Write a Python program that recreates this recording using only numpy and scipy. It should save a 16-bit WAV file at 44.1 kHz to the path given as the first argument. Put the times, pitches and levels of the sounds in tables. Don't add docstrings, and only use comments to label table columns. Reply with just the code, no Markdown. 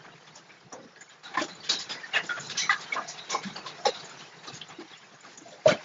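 import sys
import numpy as np
from scipy import signal
from scipy.fft import rfft, irfft
from scipy.io import wavfile
from scipy.ndimage import uniform_filter1d

SR = 44100
rng = np.random.default_rng(int(sys.argv[2]) if len(sys.argv) > 2 else 0)


def generate_wav(sig):
    pcm = np.round(np.clip(np.atleast_2d(sig).T, -1, 1) * 32767).astype(np.int16)
    wavfile.write(sys.argv[1], SR, pcm)


N = 257544
EDGE_HZ = 7330

# (time [s], hiss level [dB], lift of the rumble above the hiss [dB])
SHOWER = [(0.0, -57, 21.5), (0.23, -55.5, 13.5), (0.58, -58, 15), (1.22, -59.5, 11.5), (1.41, -48.5, 10),
          (1.74, -55.5, 18.5), (1.84, -51, 12.5), (2.019, -48.5, 7.5), (2.57, -48, 17.5), (2.81, -46, 8.5),
          (3.09, -47, 8), (3.48, -48.5, 14), (4.06, -47.5, 11.5), (4.26, -51.5, 11), (4.7, -54.5, 14.5),
          (4.98, -54, 6.5), (5.55, -58.5, 17.5), (5.69, -48, -9), (5.84, -47, 11.5)]
# (frequency [Hz], relative level [dB], t60 at ring length 1 [s])
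SHEETS = [(1970, -2, 0.28), (2230, 4, 0.11), (2580, 3.5, 0.11), (2820, 3, 0.17), (3104, 2, 0.14),
          (3380, 0, 0.079), (3850, 2, 0.13), (4025, -6, 0.19), (4530, -2.5, 0.12), (4990, -7, 0.14),
          (5370, 0.5, 0.12), (5920, 0.5, 0.16), (6530, -2, 0.2), (6990, 7.5, 0.079)]


def gain_of(db):
    return 10 ** (np.asarray(db) / 20)


def evened(x):
    return x / np.sqrt(np.mean(abs(x) ** 2) + 1e-20)


def read(points, hz):
    f, value = np.transpose(points)
    return np.interp(np.log(hz + 1), np.log(f + 1), value)


def add(mix, s, sound):
    part = mix[round(s * SR):][:len(sound)]
    part += sound[:len(part)]


def shaped(x, gain):
    return irfft(rfft(x) * gain(np.fft.rfftfreq(N, 1 / SR)), N)


def patchy_noise(patch_db, flick_db, ping_db, ping_share, ping_t60=.2):
    hop = 128
    frames = N // hop + 5
    real, imag, patch, flick = rng.standard_normal((frames, 257, 4)).T

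    patch = uniform_filter1d(patch, size=8, axis=0)
    patch = evened(uniform_filter1d(patch, size=16, axis=1))
    flick = uniform_filter1d(flick, size=40, axis=0)
    flick = evened(uniform_filter1d(flick, size=4, axis=1))

    draw, size = rng.random((frames, 257, 2)).T
    struck = (draw < ping_share) * gain_of(ping_db * (1 + size) / 2) ** 2
    kept_per_frame = gain_of(-120 * hop / SR / ping_t60)
    pings = signal.lfilter([1], [1, -kept_per_frame], struck, axis=1)
    pings = uniform_filter1d(pings, size=2, axis=0)

    spectrum = (real + 1j * imag) * gain_of(patch_db * patch + flick_db * flick) * np.sqrt(1 + pings)
    return evened(signal.istft(spectrum, nperseg=512, noverlap=512 - hop)[1][:N])


def shower_db(when):
    s, hiss_db, _ = np.transpose(SHOWER)
    return np.interp(when, s, hiss_db)


def hiss():
    # (frequency [Hz], relative level per Hz [dB])
    far_spectrum = [(24, -43.5), (40, -3), (64, -23.5), (157, 5), (253, -8), (455, 1.5), (542, -2.5),
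                    (750, 5), (1570, 7.5), (2950, 0.5), (5180, -0.5), (7180, -6.5), (9330, -50),
                    (15800, -120)]
    t = np.arange(N) / SR
    s, _, rumble_db = np.transpose(SHOWER)
    far = patchy_noise(patch_db=1.2, flick_db=1.6, ping_db=11.5, ping_share=.005)
    wash = evened(shaped(far, lambda hz: gain_of(read(far_spectrum, hz))))
    low = shaped(wash, lambda hz: 1 / (1 + (hz / 500) ** 4))
    rumble = low * gain_of(np.interp(t, s, rumble_db))
    return gain_of(shower_db(t)) * (wash - low + rumble)


def small_strikes():
    pings_per_s, reach_octaves, length = 24, 0.04, 0.7
    above_hiss_db, spread_db = -1, 2.5
    when, size, spot = rng.random((round(pings_per_s * N / SR), 3)).T
    s = when * N / SR
    db = shower_db(s) + above_hiss_db + spread_db * (2 * size - 1)
    spot_hz = np.array(SHEETS)[(spot * len(SHEETS)).astype(int), 0]
    return [(*row, reach_octaves, length) for row in zip(s, spot_hz, db)]


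def ring(hz, db, rise, t60, rough=0.59, flutter_hz=30, flutter_per_khz=25):
    hold = 1.163
    t = np.arange(round(.3 * SR)) / SR
    pole = np.exp(-2 * np.pi * (flutter_hz + flutter_per_khz * hz / 1000) / SR)
    real, imag = rng.standard_normal((len(t), 2)).T
    flutter = evened(signal.lfilter([1], np.poly([pole, pole]), real + 1j * imag))

    grown = np.clip(hz / 9000 + rough * t / 0.015, 0, .95)
    wander = np.sqrt(1 - grown ** 2) + grown * flutter
    tone = (wander * np.exp(2j * np.pi * hz * t)).imag

    up = np.sin(np.pi / 2 * np.minimum(t / rise, 1)) ** 2
    fall_db = -60 * (np.maximum(t - rise, 0) / t60) ** hold
    return gain_of(db + fall_db) * up * tone


def rings():
    # (frequency [Hz], relative level [dB], t60 at ring length 1 [s])
    boards = [(152, 0.5, 0.11), (184, 0, 0.25), (316.6, 4, 0.15), (429.4, 1, 0.11), (514.3, -0.5, 0.12),
              (601, 4, 0.12), (622, -2.5, 0.18), (681, 1.5, 0.14), (705, 5, 0.83), (812, -1.5, 0.12),
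              (1051, 1, 0.11), (1220, 1, 0.097), (1440, 4.5, 0.095), (1660, 0.5, 0.15), (1807, -5, 0.093)]
    # (time [s], pitch the struck spot favours [Hz],
    # level [dB], reach around that pitch [octaves], ring length [multiple of the mode's t60])
    strikes = [(0.058, 684, -54, .03, 1.5), (0.354, 5950, -49, .3, .7), (0.36, 589, -53, .03, 1.5),
               (0.386, 308, -54, .05, .9), (0.497, 1770, -46, .03, .7), (0.643, 153, -44.5, .05, .9),
               (0.725, 6050, -40, .15, .5), (0.738, 515, -42, 0.048, 3.2), (0.957, 1714, -49, .05, 1.9),
               (1.006, 6767, -41.5, .04, 1.1), (1.102, 3710, -44, .04, .9), (1.246, 3743, -41.5, .07, 1.3),
               (1.255, 1436, -48.5, .04, 1.6), (1.288, 812, -45, 0.044, 2.8), (1.335, 812, -33.5, .04, 3.5),
               (1.37, 1056, -22, .04, .9), (1.373, 1770, -9.5, .03, .8), (1.373, 292, -29, .1, .6),
               (1.41, 312, -27, .05, .8), (1.39, 3320, -37.5, .04, 3.2), (1.415, 588, -28, .04, .8),
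               (1.489, 4020, -37.5, 0.031, 1.8), (1.601, 4430, -36, .04, .8), (1.693, 4500, -19.5, .3, .9),
               (1.706, 1645, -37, 0.023, 2.4), (1.721, 330.6, -40, .1, .9), (1.744, 3950, -31.5, 0.11, 1.6),
               (1.786, 5040, -29, .05, .9), (1.795, 1960, -45, .04, .9), (1.892, 5010, -27, .04, 1.6),
               (1.95, 1960, -39.5, .04, .9), (2.03, 1770, -24.5, .03, 1.6), (2.134, 2820, -27, .03, 1.1),
               (2.152, 2600, -25, .04, .9), (2.158, 1798, -26, .12, .9), (2.165, 671, -33, .04, .7),
               (2.17, 430, -36.5, .05, .9), (2.292, 1436, -24.5, .04, 1.1), (2.294, 3376, -36.5, .04, 1.1),
               (2.334, 1482, -31, .04, 2.4), (2.376, 1436, -43, .04, .9), (2.395, 6740, -36.5, .05, 1.4),
               (2.446, 4060, -36, .04, 1.1), (2.495, 3705, -29.5, .04, 1.6), (2.548, 1645, -38, .03, 1.7),
               (2.572, 5800, -27.5, .1, 1.9), (2.576, 3170, -29, .04, 1.2), (2.582, 4800, -30, .1, .8),
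               (2.585, 1960, -32, .04, 1.4), (2.601, 4120, -24.5, .08, 1.2), (2.618, 2230, -31, .04, 1.3),
               (2.693, 1185, -13.5, 0.075, .3), (2.694, 1960, -14.5, 0.045, .3),
               (2.705, 1645, -18, .05, .9), (2.7, 4000, -35, .25, 1.2), (2.716, 1145, -19, 0.082, .9),
               (2.7, 811, -28.5, 0.082, .9), (2.754, 1185, -32, 0.048, 1.9), (2.921, 2275, -24, .04, .9),
               (2.96, 1056, -26.5, .04, 1.4), (2.976, 1185, -21, .04, 1.1), (2.95, 678.5, -34, 0.038, 1.3),
               (2.962, 1550, -31.5, 0.14, 1.5), (3.082, 6020, -39, .15, .9), (3.188, 3850, -42, .06, 1.9),
               (3.3, 6220, -32.5, .12, 1.4), (3.303, 3680, -29.5, 0.043, 2.6), (3.309, 1056, -37, .04, 3.5),
               (3.31, 2297, -35.5, 0.05, 3.2), (3.324, 5330, -31.5, .03, 1.4), (3.344, 1056, -23, .04, .8),
               (3.344, 804, -27.5, .04, 1.4), (3.33, 470, -27, .15, .9), (3.437, 1645, -35.5, .03, .5),
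               (3.445, 182, -30.5, .05, 1.1), (3.5, 3730, -39, .04, .9), (3.557, 4412, -27.5, .04, 1.2),
               (3.659, 1056, -36, .04, .9), (3.671, 4580, -36, .04, .5), (3.78, 727, -35.5, .03, 1.3),
               (3.853, 812, -13.5, .04, .6), (3.853, 4050, -18, .04, .6), (3.854, 5540, -23.5, .07, .7),
               (3.862, 515, -13.5, .04, .8), (3.87, 430, -27, .05, .8), (3.895, 3726, -27, .04, .8),
               (3.944, 3980, -38.5, .08, 1.1), (3.995, 4300, -40.5, 0.17, .9), (4.092, 6970, -52, .04, .9),
               (4.19, 3680, -36, .04, .9), (4.475, 1185, -32, .04, .9), (4.474, 4450, -38, .2, .9),
               (4.522, 153, -37.5, .05, 1.4), (4.546, 3680, -33, .04, .6), (4.55, 6550, -41.5, .04, .7),
               (4.613, 3300, -32.5, .12, .4), (4.783, 312, -35.5, .05, 1.1), (4.934, 3370, -40.5, .04, .6),
               (5.123, 727, -48, 0.033, .3), (5.373, 6530, -44, .12, .7), (5.413, 312, -45.5, .05, .8),
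               (5.452, 684, -47.5, .03, 1.6), (5.515, 552, -36, .07, 1.9), (5.578, 812, -46, .04, .8),
               (5.657, 635.6, -5.5, 0.049, .5), (5.678, 622, -12.5, 0.022, .9), (5.657, 503, -22, .04, 1.4),
               (5.669, 153, -20.5, .05, .6), (5.676, 3160, -31.5, .04, 1.4), (5.687, 4440, -31.5, .04, 1.5),
               (5.687, 1418, -25, 0.048, 1.2), (5.7, 1660, -30, .04, .6), (5.712, 2236, -28, .04, .7),
               (5.722, 622, -31, .03, 1.1), (5.73, 3140, -38, .04, .9)]
    nearest, reach_db = 4, 6
    out, modes = np.zeros(N), np.array(boards + SHEETS)
    for s, spot_hz, db, reach, length in strikes + small_strikes():
        away = abs(np.log2(modes[:, 0] / spot_hz)) / reach
        for k in np.argsort(away)[:nearest]:
            hz, mode_db, t60 = modes[k]
            rise = (0.0043 + 1.2 / hz) * length ** 0.6
            add(out, s, ring(hz, db + mode_db - reach_db * away[k] ** 2, rise, t60 * length))
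    return out


def roof_colour(hz):
    # (centre [Hz], width [Hz], height [dB])
    resonances = [(783, 140, 6.5), (1140, 150, 3), (1700, 290, 4.5), (2120, 170, 0.5), (2820, 130, -1.5),
                  (3484, 230, 7), (4170, 300, 4.5), (5180, 760, 5), (5940, 350, 3.5), (6600, 250, 1.5),
                  (6900, 250, 1.5)]
    bumps_db = sum(db / (1 + (2 * (hz - centre_hz) / width) ** 2)
                   for centre_hz, width, db in resonances)
    return gain_of(bumps_db) / (1 + (115 / (hz + 1)) ** 4)


def swell(rise, fade, crack=0.04, crack_s=0.00085, tail_db=-22, tail=0.016):
    t = np.arange(round(.45 * SR)) / SR
    up = np.sin(np.pi / 2 * np.minimum(t / rise, 1)) ** 2
    after = np.maximum(t - rise, 0)
    shoulder = np.exp(-(after / fade) ** 2.4)
    echo = gain_of(tail_db) ** 2 * np.exp(-after / tail)
    blow = crack * np.e * t / crack_s * np.exp(-t / crack_s)
    return up * (shoulder + echo) + blow


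def stones():
    band_hz = [230, 750, 1800, 3500, 5800]
    # (time [s], level [dB], brightest band [0 thud - 4 splinter],
    # loss per band above the brightest [dB], rise above the thud band [s], fade of the thud band [s])
    large_stones = [(0.03, -45.5, 1.7, 11, 0.026, 0.014), (0.266, -52.5, 2, 5.5, 0.012, 0.025),
                    (0.35, -56.5, 4.5, 1, 0.01, 0.04), (0.493, -45.5, 1.66, 16, 0.0045, 0.047),
                    (0.72, -44.5, 1, 9, 0.0073, 0.047), (0.78, -42, -1.5, 7.5, 0.004, 0.046),
                    (0.83, -52, -0.2, 6.5, 0.013, 0.02), (0.958, -57, 2, 3.5, 0.0032, 0.02),
                    (1.006, -54.5, 2, 5, 0.006, 0.02), (1.092, -55, 2, 4.5, 0.014, 0.052),
                    (1.231, -51, 2, 3, 0.006, 0.085), (1.29, -54, -0.5, 7.5, 0.004, 0.067),
                    (1.338, -37, 2, 10, 0.0097, 0.017), (1.37, -34.5, 1.5, 4.5, 0.0062, 0.053),
                    (1.413, -38.5, 4, 4, 0.006, 0.04), (1.479, -51.5, 1.5, 1, 0.0053, 0.042),
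                    (1.63, -43, 3, 8.5, 0.021, 0.046), (1.689, -29, 4, 3.5, 0.0073, 0.058),
                    (1.784, -35.5, 5, 3.5, 0.012, 0.052), (1.891, -37, 2.5, 4.5, 0.0058, 0.056),
                    (1.949, -41, 1.2, 11.5, 0.004, 0.031), (2.039, -58, 5, 3, 0.022, 0.029),
                    (2.132, -25.5, 2.1, 8.5, 0.032, 0.031), (2.225, -52.5, 4, 0.5, 0.013, 0.094),
                    (2.29, -38, 2, 8, 0.007, 0.035), (2.365, -37, 1.77, 9.5, 0.0082, 0.022),
                    (2.394, -44, 3.5, 12, 0.016, 0.1), (2.495, -37.5, 3, 4.5, 0.0058, 0.032),
                    (2.543, -37.5, 2.5, 15, 0.025, 0.045), (2.571, -29, 3.5, 7.5, 0.0067, 0.06),
                    (2.69, -28.5, 2.5, 10, 0.015, 0.038), (2.805, -44, 4.5, 1.5, 0.011, 0.031),
                    (2.919, -35.5, 1.86, 5, 0.021, 0.018), (2.952, -39, 0.94, 7, 0.004, 0.05),
                    (3.076, -39.5, 4, 13, 0.0087, 0.045), (3.172, -43, 3, 12, 0.011, 0.019),
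                    (3.291, -35, 5.5, 1.5, 0.015, 0.051), (3.333, -32.5, 1.1, 9.5, 0.0028, 0.038),
                    (3.428, -44, 2.5, 4.5, 0.0082, 0.063), (3.499, -52, -1.5, 10, 0.0042, 0.092),
                    (3.553, -44, 1.5, 4, 0.012, 0.032), (3.658, -41.5, 3, 4.5, 0.01, 0.042),
                    (3.851, -28.5, 2.5, 6, 0.0045, 0.036), (3.938, -43, 2.6, 10, 0.0065, 0.06),
                    (3.989, -40.5, 5.5, 7, 0.005, 0.028), (4.087, -53.5, 1.5, 2.5, 0.007, 0.061),
                    (4.188, -48, 2.5, 4, 0.008, 0.048), (4.429, -50.5, 2.5, 4.5, 0.014, 0.032),
                    (4.467, -49, 1.5, -0.5, 0.008, 0.031), (4.524, -44.5, 7.5, 1.5, 0.017, 0.058),
                    (4.611, -38.5, 2.5, 23, 0.0025, 0.03), (4.689, -49, 2, 4, 0.007, 0.037),
                    (4.789, -50, 1, 3.5, 0.028, 0.013), (4.895, -52.5, 2, 6.5, 0.02, 0.036),
                    (5.122, -53, 1, 4, 0.003, 0.016), (5.225, -54, 1.5, 2.5, 0.029, 0.039),
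                    (5.28, -56.5, 6.5, 0.5, 0.034, 0.045), (5.374, -47, 7, 1.5, 0.0056, 0.0075),
                    (5.415, -63.5, -5.5, 0, 0.056, 0.089), (5.504, -54.5, 3.5, 3, 0.0062, 0.064),
                    (5.653, -29.5, 0.4, 6, 0.012, 0.045), (5.672, -31.5, 1.67, 2, 0.012, 0.05)]
    thud_delay_s = 0.011
    bass_loss = 1.27
    out, power = np.zeros(N), np.zeros((len(band_hz), N))
    for s, db, brightest, loss_db, rise, fade in large_stones:
        for band in range(len(band_hz)):
            late = thud_delay_s if band == 0 else 0
            bands_away = max(band - brightest, bass_loss * (brightest - band))
            level = gain_of(db - loss_db * bands_away)
            add(power[band], s, level ** 2 * swell(rise + late, fade * 0.92 ** band))

    near = patchy_noise(patch_db=2.1, flick_db=1.6, ping_db=13.5, ping_share=.008)
    noise = shaped(near, roof_colour)
    bin_hz = np.fft.rfftfreq(N, 1 / SR)
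    place = np.interp(np.log(bin_hz + 1), np.log(band_hz), range(len(band_hz)))
    for band, band_power in enumerate(power):
        overlap = np.cos(np.pi / 2 * np.clip(place - band, -1, 1)) ** 2
        out += np.sqrt(band_power) * evened(shaped(noise, lambda hz: overlap * (hz < EDGE_HZ)))
    return out


def scene():
    return np.tile(hiss() + rings() + stones(), (2, 1))


def record(dry):
    bass_cut = signal.butter(N=1, Wn=150, btype="high", fs=SR, output="sos")
    thin = signal.sosfilt(bass_cut, dry)
    band_limit = signal.firwin(601, EDGE_HZ, window=("kaiser", 9), fs=SR)
    limited = signal.oaconvolve(thin, band_limit[None], "same")
    return limited + gain_of(-103) * rng.standard_normal((N, 2)).T


dry = scene()
out = record(dry)
generate_wav(out)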